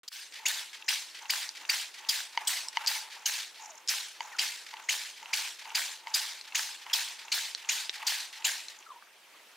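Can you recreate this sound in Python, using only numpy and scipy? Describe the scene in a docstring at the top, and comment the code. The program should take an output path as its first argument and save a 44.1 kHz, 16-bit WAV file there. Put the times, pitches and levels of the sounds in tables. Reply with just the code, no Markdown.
"""A quiet room, a stereo microphone close to a dish: a hand pumps a trigger spray bottle over it.
Each squeeze first spits air through the wet nozzle (a gliding chirp and whistle-coloured noise), then hisses
shaped noise that sags with the pressure. The trigger scrapes back as grainy noise, plastic parts tick and knock
as damped sines with noise cracks, and the pump gurgles as noise through the hollow bottle's resonances.
Valve squeaks are rough glides; a table echo and faint room hush lie behind."""
import sys
import numpy as np
from scipy import signal
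from scipy.fft import rfft, irfft, next_fast_len
from scipy.io import wavfile
from scipy.ndimage import uniform_filter1d, map_coordinates

SR = 44100
rng = np.random.default_rng(int(sys.argv[2]) if len(sys.argv) > 2 else 0)


def persist_wave(psi):
    """Save psi, clipped to +-1, as 16-bit WAV."""
    counts = np.round(np.clip(psi, -1, 1) * 32767).astype(np.int16)
    wavfile.write(sys.argv[1], SR, np.atleast_2d(counts).T)


def level_to_linear(level):
    """Convert decibel levels to linear amplitude factors, elementwise."""
    exponent = np.asarray(level, float) / 20
    return 10 ** exponent


N = 421596  # samples

# Source levels in the tables are nominal, ahead of the bottle's bass loss and the fader.
# each squeeze: [start t/s, mist level/dB, whistle f/Hz, chirp's nominal share of spit power 0-1, chirp start f/Hz]
SQUEEZES = [(.079, -34, 4830, 0.02, 2980), (.455, -34.5, 6700, 0.46, 2150), (.881, -30.5, 5040, 0.34, 1750),
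            (1.295, -35, 4830, 0.2, 1534), (1.691, -35, 4750, 0.35, 1750), (2.088, -35, 4860, 0.1, 3590),
            (2.472, -35.5, 8100, 0.12, 3375), (2.87, -35, 4840, 0.01, 3570),
            (3.257, -35.5, 6400, 0.1, 3160), (3.884, -32, 5180, 0, 3200), (4.385, -32, 4780, .31, 1520),
            (4.887, -33, 6630, 0.62, 1733), (5.33, -34, 4770, 0.61, 1832), (5.747, -33, 4700, 0.22, 2044),
            (6.14, -32.5, 4900, 0, 3500), (6.547, -32.5, 6450, 0.16, 1645), (6.931, -33, 5060, 0.22, 3250),
            (7.317, -33.5, 4380, 0.12, 2030), (7.688, -34.5, 6680, 0.23, 1980), (8.067, -34, 4580, 0, 3230),
            (8.444, -31, 7050, 0.3, 2400)]
# the trigger scrapes back and the pump refills: [t/s, scrape peak level/dB, gurgle level/dB]
RETURNS = [(0.322, -27.5, -55.5), (0.7295, -30, -61), (1.145, -31, -53.5), (1.5492, -30.5, -55),
           (1.94, -30, -55), (2.324, -34, -48), (2.728, -30.5, -44.5), (3.1004, -29, -56),
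           (3.544, -34, -55.5), (4.142, -40, -50), (4.6637, -33, -52.5), (5.1602, -36, -52.5),
           (5.587, -33, -50), (5.999, -49, -50.5), (6.439, -34.5, -53), (6.796, -36, -49.5),
           (7.184, -33.5, -57), (7.575, -31.5, -53.5), (7.9275, -28.5, -49), (8.327, -29.5, -57),
           (8.6976, -35, -62.5)]
# colour of the mist: [f/Hz, relative density level/dB per Hz]
MIST_COLOUR = [(200, -31), (585, -15.5), (874, -7), (1260, -12), (1590, -2.5), (4030, 1), (7220, -3),
               (15500, 0)]
# colour of the scrape: [f/Hz, relative density level/dB per Hz]
SCRAPE_COLOUR = [(710, -41), (1200, -12.5), (1880, -0.5), (4530, -2.5), (15500, -24)]
# small plastic ticks: [t/s, peak level/dB, f/Hz]
TICKS = [(0.484, -18, 7500), (1.491, -25.5, 4770), (2.6846, -21.5, 5340), (2.8627, -22, 4870),
         (3.876, -24, 5170), (6.4117, -30.5, 4200), (7.5487, -18, 4120), (7.895, -15.5, 3720),
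         (8.684, -28, 4170), (8.826, -46, 2680), (9.024, -43, 1180)]
# the finger takes up the trigger's play: [t/s]
TAKE_UPS = [.8236, 1.256, 1.651, 2.049, 4.769, 5.258, 5.704, 6.523, 6.899, 7.282, 7.6474, 8.0192, 8.423]
# the trigger hits its stop: [t/s, peak level/dB]
KNOCKS = [(2.375, -7), (2.771, -7.5), (4.206, -14), (4.739, -23.5), (5.228, -29), (5.655, -27),
          (6.071, -19.5), (6.865, -26)]
# the bottle's modes: [f/Hz, mean relative level/dB, t60/s]
BOTTLE_MODES = [(925, -5, 0.027), (2094, 0.5, 0.0084), (2950, -4, 0.01), (4700, 4, 0.0032)]
# one hollow low knock: [t/s, level/dB, f/Hz, t60/s]
THUD = (7.894, -33, 378, 0.019)
# air drawn past the valve: [t/s, length/s, start f/Hz, end f/Hz, level/dB]
SQUEAKS = [(3.59, 0.098, 920, 834, -49), (3.682, .07, 760, 560, -53), (4.315, 0.06, 2250, 900, -50.5),
           (8.883, 0.061, 1280, 880, -51), (8.862, 0.019, 1400, 1220, -53), (8.94, 0.053, 960, 930, -56),
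           (4.805, 0.03, 1480, 1520, -50.5)]
# resonances of the air in the bottle: [f/Hz, width/Hz, relative level/dB]
HOLLOW = [(880, 85, -1.5), (2400, 1800, -15.5)]
# left-right likeness of near sounds: [f/Hz, correlation -1 to 1]
NEAR_LIKENESS = [(1000, 0.96), (5000, 0.88), (13000, 0.12)]
# colour of the room hush: [f/Hz, relative density level/dB per Hz]
ROOM_COLOUR = [(30, -26), (70, -42), (145, -20), (253, -12), (340, -4.5), (2420, 0), (15500, -16)]
# the level opens, dips briefly and is faded up, then holds: [t/s, level/dB]
START_LEVEL = [(.0315, -69), (.033, 10), (.084, -5.5), (.097, -33), (.13, -4), (.4, 6.5)]

# nominal end of every chirp and the time it takes to get there
FILM_END_HZ, GLIDE_S = 2927, 0.01022
# a usual squeeze; its jet falters this long before the trigger is let go
USUAL_MIST_DB, SAG_DB_PER_S, FALTER_S = -34, 57, 0.09
# a harder squeeze starts louder, sags faster and lasts longer
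MORE_SAG_PER_DB, MORE_STROKE_S_PER_DB = 13.5, 0.0305


def unit(x):
    """Brings x to rms 1."""
    return x / np.sqrt(np.mean(x ** 2) + 1e-20)


def along(points, hz):
    """Interpolates (f/Hz, value) points on a log axis."""
    f, v = np.transpose(points)
    return np.interp(np.log(hz + 1), np.log(f + 1), v)


def curves(rows):
    """Gives one value per sample for each column after the time."""
    s, *cols = np.transpose(rows)
    return [np.interp(np.arange(N) / SR, s, c) for c in cols]


def wobble(rate):
    """A smooth random curve, rate knots a second."""
    knots = rng.standard_normal(int(N * rate / SR) + 4)
    return map_coordinates(knots, [np.arange(N) * rate / SR])


def filtered(x, response):
    """Multiplies the spectrum of x by a response of frequency."""
    m = next_fast_len(x.shape[-1] + 8192)
    return irfft(rfft(x, m) * response(np.fft.rfftfreq(m, 1 / SR)), m)[..., :x.shape[-1]]


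def hump(hz, centre, width):
    """A flat-topped band gain."""
    return 1 / (1 + ((hz - centre) / width) ** 4)


def highpass(hz, corner, power=4):
    """A gain that falls below the corner."""
    return 1 / (1 + (corner / (hz + 1)) ** power)


def ramp(t, rise):
    """A straight rise from 0 to 1."""
    return np.clip(t / rise, 0, 1)


def rush(gain, alike, lumpy_db, rate, patchy_db):
    """Stereo noise of rms 1, in lumps of level and patches of colour that both sides share."""
    lumps = level_to_linear(lumpy_db * wobble(rate))
    z = signal.stft(rng.standard_normal((2, N)) * lumps, nperseg=256)[2]
    field = uniform_filter1d(rng.standard_normal(z.shape[1:]), size=3, axis=0)
    field = uniform_filter1d(field, size=8, axis=1)
    pair = signal.istft(z * level_to_linear(patchy_db * unit(field)), nperseg=256)[1][:, :N]

    def mid_side_gain(hz):
        angle = np.arccos(np.clip(along(alike, hz), -1, 1)) / 2
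        return gain(hz) * np.array([np.cos(angle), np.sin(angle)])

    mid, side = filtered(pair, mid_side_gain)
    return unit(np.array([mid + side, mid - side]))


def add(track, s, sound):
    """Mixes a sound into a track at s."""
    part = track[round(s * SR):][:len(sound)]
    part += sound[:len(part)]


def jets():
    """Start, level, sag and stroke of each squeeze's mist: pressing harder is louder, sags faster, lasts longer."""
    rows = []
    for (s, db, *_), (let_go, *_) in zip(SQUEEZES, RETURNS):
        harder_db = db - USUAL_MIST_DB
        sag_db_per_s = SAG_DB_PER_S + MORE_SAG_PER_DB * harder_db
        stroke_s = let_go - FALTER_S - s + MORE_STROKE_S_PER_DB * harder_db
        rows.append((s, db, sag_db_per_s, stroke_s))
    return rows


def slack(from_hz):
    """0 for a taut film that starts high, towards 1 the lower it starts."""
    return np.clip(1 - from_hz / FILM_END_HZ, 0, 1)


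def mist():
    """The jet hisses; as the pressure sags the treble goes first, and after the stroke it dies away."""
    dying_db_per_s, treble_db = 115, -2
    body, treble, t = np.zeros(N), np.zeros(N), np.arange(SR // 2) / SR
    for (s, db, sag_db, stroke), (*_, from_hz) in zip(jets(), SQUEEZES):
        loss_db = sag_db * t + dying_db_per_s * np.maximum(t - stroke, 0)
        add(body, s, level_to_linear(db - loss_db) * ramp(t, 0.026) ** 0.5)
        # the treble starts when water reaches the nozzle, later behind a slack film
        water_s = 0.0031 + 0.053 * slack(from_hz)
        treble_level = level_to_linear(db + treble_db - 1.38 * loss_db - 55 * t)
        add(treble, s, treble_level * ramp(t - water_s, 0.0096))

    def low_gain(hz):
        return level_to_linear(along(MIST_COLOUR, hz)) * np.sqrt(1 - highpass(hz, 8000, 8))

    def high_gain(hz):
        return level_to_linear(along(MIST_COLOUR, hz)) * np.sqrt(highpass(hz, 8000, 8))

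    low = rush(low_gain, NEAR_LIKENESS, lumpy_db=1.3, rate=250, patchy_db=2.4)
    high = rush(high_gain, NEAR_LIKENESS, lumpy_db=1.9, rate=300, patchy_db=2.3)
    return body * low + treble * high * level_to_linear([[1.1], [-1.1]])  # treble leans left


def spits():
    """Air leaves first: the nozzle film chirps and the swirl chamber whistles, until the water snaps through."""
    spit_db = -23.5  # the same pocket of air each time
    out, t = np.zeros(N), np.arange(8192) / SR
    for s, _, whistle_hz, share, from_hz in SQUEEZES:
        noise = rng.standard_normal((4, len(t)))
        # a taut film bursts at once, a slack one yields slowly
        burst = ramp(t - 0.003, 0.0031 + 0.01 * slack(from_hz))
        swell_14ms = burst * level_to_linear(-2500 * np.maximum(t - 0.014, 0))
        swell_16ms = burst * level_to_linear(-2500 * np.maximum(t - 0.016, 0))

        glide_hz = from_hz + (FILM_END_HZ - from_hz) * ramp(t - 0.005, GLIDE_S)
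        flutter = 1 + 0.5 * unit(uniform_filter1d(noise[0], size=40))
        detune = 1 + 0.03 * noise[0, 1] + 0.04 * (flutter - 1)  # per-spit offset and flutter
        phase = 2 * np.pi * np.cumsum(glide_hz * detune) / SR
        chirp = flutter * np.sin(phase) * swell_14ms

        narrow = unit(filtered(noise[1], lambda hz: hump(hz, whistle_hz, 400)))
        broad = unit(filtered(noise[2], lambda hz: hump(hz, 5500, 2400)))
        snap_s = 0.011 + 0.012 * slack(from_hz)
        snap_level = level_to_linear(-7 + 4 * noise[0, 0] - 4000 * abs(t - snap_s))
        snap = unit(np.diff(noise[3], 2, prepend=[0, 0])) * snap_level
        linger = level_to_linear(-18.5 - 112 * t) * ramp(t, 0.03)  # the chamber keeps colouring the jet
        air = (0.42 * swell_16ms + linger) * narrow + 0.38 * swell_14ms * broad + 0.94 * snap

        chirp_part = np.sqrt(np.clip(share, 0, 1)) * chirp
        air_part = np.sqrt(np.clip(1 - share, 0, 1)) * air
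        add(out, s - 0.004, level_to_linear(spit_db) * (chirp_part + air_part))
    return out


def splutter(count=14):
    """Trapped air pops out of the jet, mostly early in each squeeze: short wet blips of a few cycles."""
    out, t = np.zeros(N), np.arange(256) / SR
    for s, db, sag_db, stroke in jets():
        for when, pitch, size in rng.random((count, 3)):
            late = 0.02 + stroke * when ** 2
            hz = 1500 * 8 ** pitch
            blip = np.sin(2 * np.pi * hz * t) * level_to_linear(-60 * t * hz / 18) * ramp(t, 0.00067)
            add(out, s + late, level_to_linear(db - sag_db * late + 9.2 * size) * blip)
    return out


def trigger_returns():
    """Stick-slip of the piston: a grainy scrape that sinks slowly while the spring pushes, then fades fast."""
    crest_db = 17  # nominal peak over rms
    drive, t = np.zeros(N), np.arange(SR // 3) / SR
    for s, db, _ in RETURNS:
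        fall_db = 70 * t + 240 * np.maximum(t - 0.055, 0)
        add(drive, s, level_to_linear(db - crest_db - fall_db) * ramp(t, 0.0012))
    grain = rush(lambda hz: level_to_linear(along(SCRAPE_COLOUR, hz)), NEAR_LIKENESS, lumpy_db=3, rate=120, patchy_db=0.5)
    return drive * grain


def ticks():
    """A few damped cycles over a very short crack; gentle contacts are softer and longer."""
    out, t = np.zeros(N), np.arange(1024) / SR
    take_ups = [(s, -34, 2700) for s in TAKE_UPS]  # t/s, level/dB, f/Hz
    bottoms = []  # the piston bottoms out
    for s, db, *_ in SQUEEZES:
        late, size = rng.standard_normal(2)
        bottoms.append((s + 0.047 + 0.004 * late, db + 8 + 3 * size, 1750))
    for s, db, hz in TICKS + take_ups + bottoms:
        crack = unit(filtered(rng.standard_normal(len(t)), lambda f: hump(f, 1.1 * hz, 0.55 * hz)))
        u = t * level_to_linear(0.34 * (db + 21.0))  # time runs slower for a gentle contact
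        contact = 0.75 * np.sin(2 * np.pi * hz * t) + 0.43 * crack
        add(out, s, level_to_linear(db - 60 * u / 0.0077) * contact * ramp(u, 0.00029))
    return out


def knocks():
    """Each knock cracks and rings the bottle's modes."""
    crest_db = 5  # nominal peak over a single mode
    out, t = np.zeros(N), np.arange(2048) / SR
    for s, db in KNOCKS:
        ring = np.zeros(len(t))
        for hz, level, t60 in BOTTLE_MODES:
            ring += level_to_linear(level + rng.normal(0, 1.4) - 60 * t / t60) * np.sin(2 * np.pi * hz * t)
        crack = unit(filtered(rng.standard_normal(len(t)), lambda f: hump(f, 4200, 2600)))
        crack = 0.7 * crack * level_to_linear(-60 * t / 0.0028)
        add(out, s, level_to_linear(db - crest_db) * (ring + crack) * (1 - np.exp(-t / 0.0011)))
    return out


def thud():
    """A hollow low knock: one damped sine."""
    out, t = np.zeros(N), np.arange(4096) / SR
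    s, db, hz, t60 = THUD
    add(out, s, level_to_linear(db - 60 * t / t60) * np.sin(2 * np.pi * hz * t))
    return out


def squeaks():
    """Air drawn past the valve: a rough, broken glide with a weak overtone."""
    out, broken, waver = np.zeros(N), level_to_linear(4.6 * wobble(150)), wobble(300)
    for s, length, from_hz, to_hz, db in SQUEAKS:
        u = np.linspace(0, 1, round(length * SR))
        rough = 1 + 0.045 * waver[round(s * SR):][:len(u)]
        phase = 2 * np.pi * np.cumsum((from_hz + (to_hz - from_hz) * u) * rough) / SR
        tone = np.sin(phase) + 0.12 * np.sin(3 * phase)
        add(out, s, level_to_linear(db) * np.sin(np.pi * u) ** 0.41 * tone)
    return out * broken


def gurgle():
    """Bubbles burst unevenly in the hollow bottle as the pump refills; the intake sips air in sharp bursts."""
    stop_s = 0.065  # the trigger is back at rest; the refill rises until then and steps to full level
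    sip_start_s, sip_s, sip_db, sip_db_per_s = 0.049, 0.12, -70, 45  # louder in a long pause
    drive, suction, t = np.zeros(N), np.zeros(N), np.arange(SR // 2) / SR
    next_starts = SQUEEZES[1:] + RETURNS[-1:]  # the last pause counts as zero
    for (s, _, db), (again, *_) in zip(RETURNS, next_starts):
        sip_level_db = sip_db + sip_db_per_s * (again - s) - 150 * np.maximum(t - sip_s, 0)
        add(suction, s + sip_start_s, level_to_linear(sip_level_db) * ramp(t, 0.02))
        refill = np.where(t < stop_s, 6 * t, 1)
        add(drive, s, level_to_linear(db - 56.4 * np.maximum(t - 0.13, 0)) * refill)

    def hollow(f):
        total = 0
        for k, (centre, width, db) in enumerate(HOLLOW):
            damping = 1j * f * width
            total = total + (-1) ** k * level_to_linear(db) * damping / (centre ** 2 - f * f + damping)
        return total

    bubbles = rush(hollow, NEAR_LIKENESS, lumpy_db=2.5, rate=100, patchy_db=1.5)
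    sips = rush(lambda hz: hump(hz, 6400, 1100), NEAR_LIKENESS, lumpy_db=6.5, rate=200, patchy_db=1)
    return drive * bubbles + suction * sips


def table_echo(x):
    """Dish and table answer differently on each side: a decaying noise tail lasting some 46 ms."""
    t = np.arange(2048) / SR
    tail = rng.standard_normal((2, len(t))) * level_to_linear(-60 * t / 0.086)
    tail = filtered(tail, lambda hz: highpass(hz, 1300))
    return signal.fftconvolve(x[None], tail / np.linalg.norm(tail[0]), axes=1)[:, :N]


def room_hush():
    """The quiet room: slowly wavering noise, less alike left to right in the treble."""
    alike = [(300, 0.93), (700, 0.97), (12000, 0.4)]  # f/Hz, correlation
    hush = rush(lambda hz: level_to_linear(along(ROOM_COLOUR, hz)), alike, lumpy_db=1, rate=4.8, patchy_db=2)
    return level_to_linear(-64.5) * hush


def scene():
    """Bottle, its near echoes and the hush of the room."""
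    sharp = spits() + splutter() + ticks() + knocks() + squeaks()
    sharp = filtered(sharp, lambda hz: highpass(hz, 300))
    near = sharp + level_to_linear(-10.0) * table_echo(sharp) + mist() + trigger_returns() + gurgle() + thud()
    # a small bottle radiates little bass
    near = filtered(near, lambda hz: 0.029 + 0.7 * highpass(hz, 550))
    return near + room_hush()


def top_cut(x):
    """Nothing passes above the cut-off."""
    return signal.sosfilt(signal.butter(12, 16640, fs=SR, output="sos"), x)


def record(dry):
    """The microphone's band limit, then the level dips briefly at the start and rises."""
    heard = filtered(dry, lambda hz: 1 / (1 + (hz / 15700) ** 90))
    mix = heard * level_to_linear(curves(START_LEVEL)[0])
    return top_cut(mix)


dry = scene()
out = record(dry)
persist_wave(out)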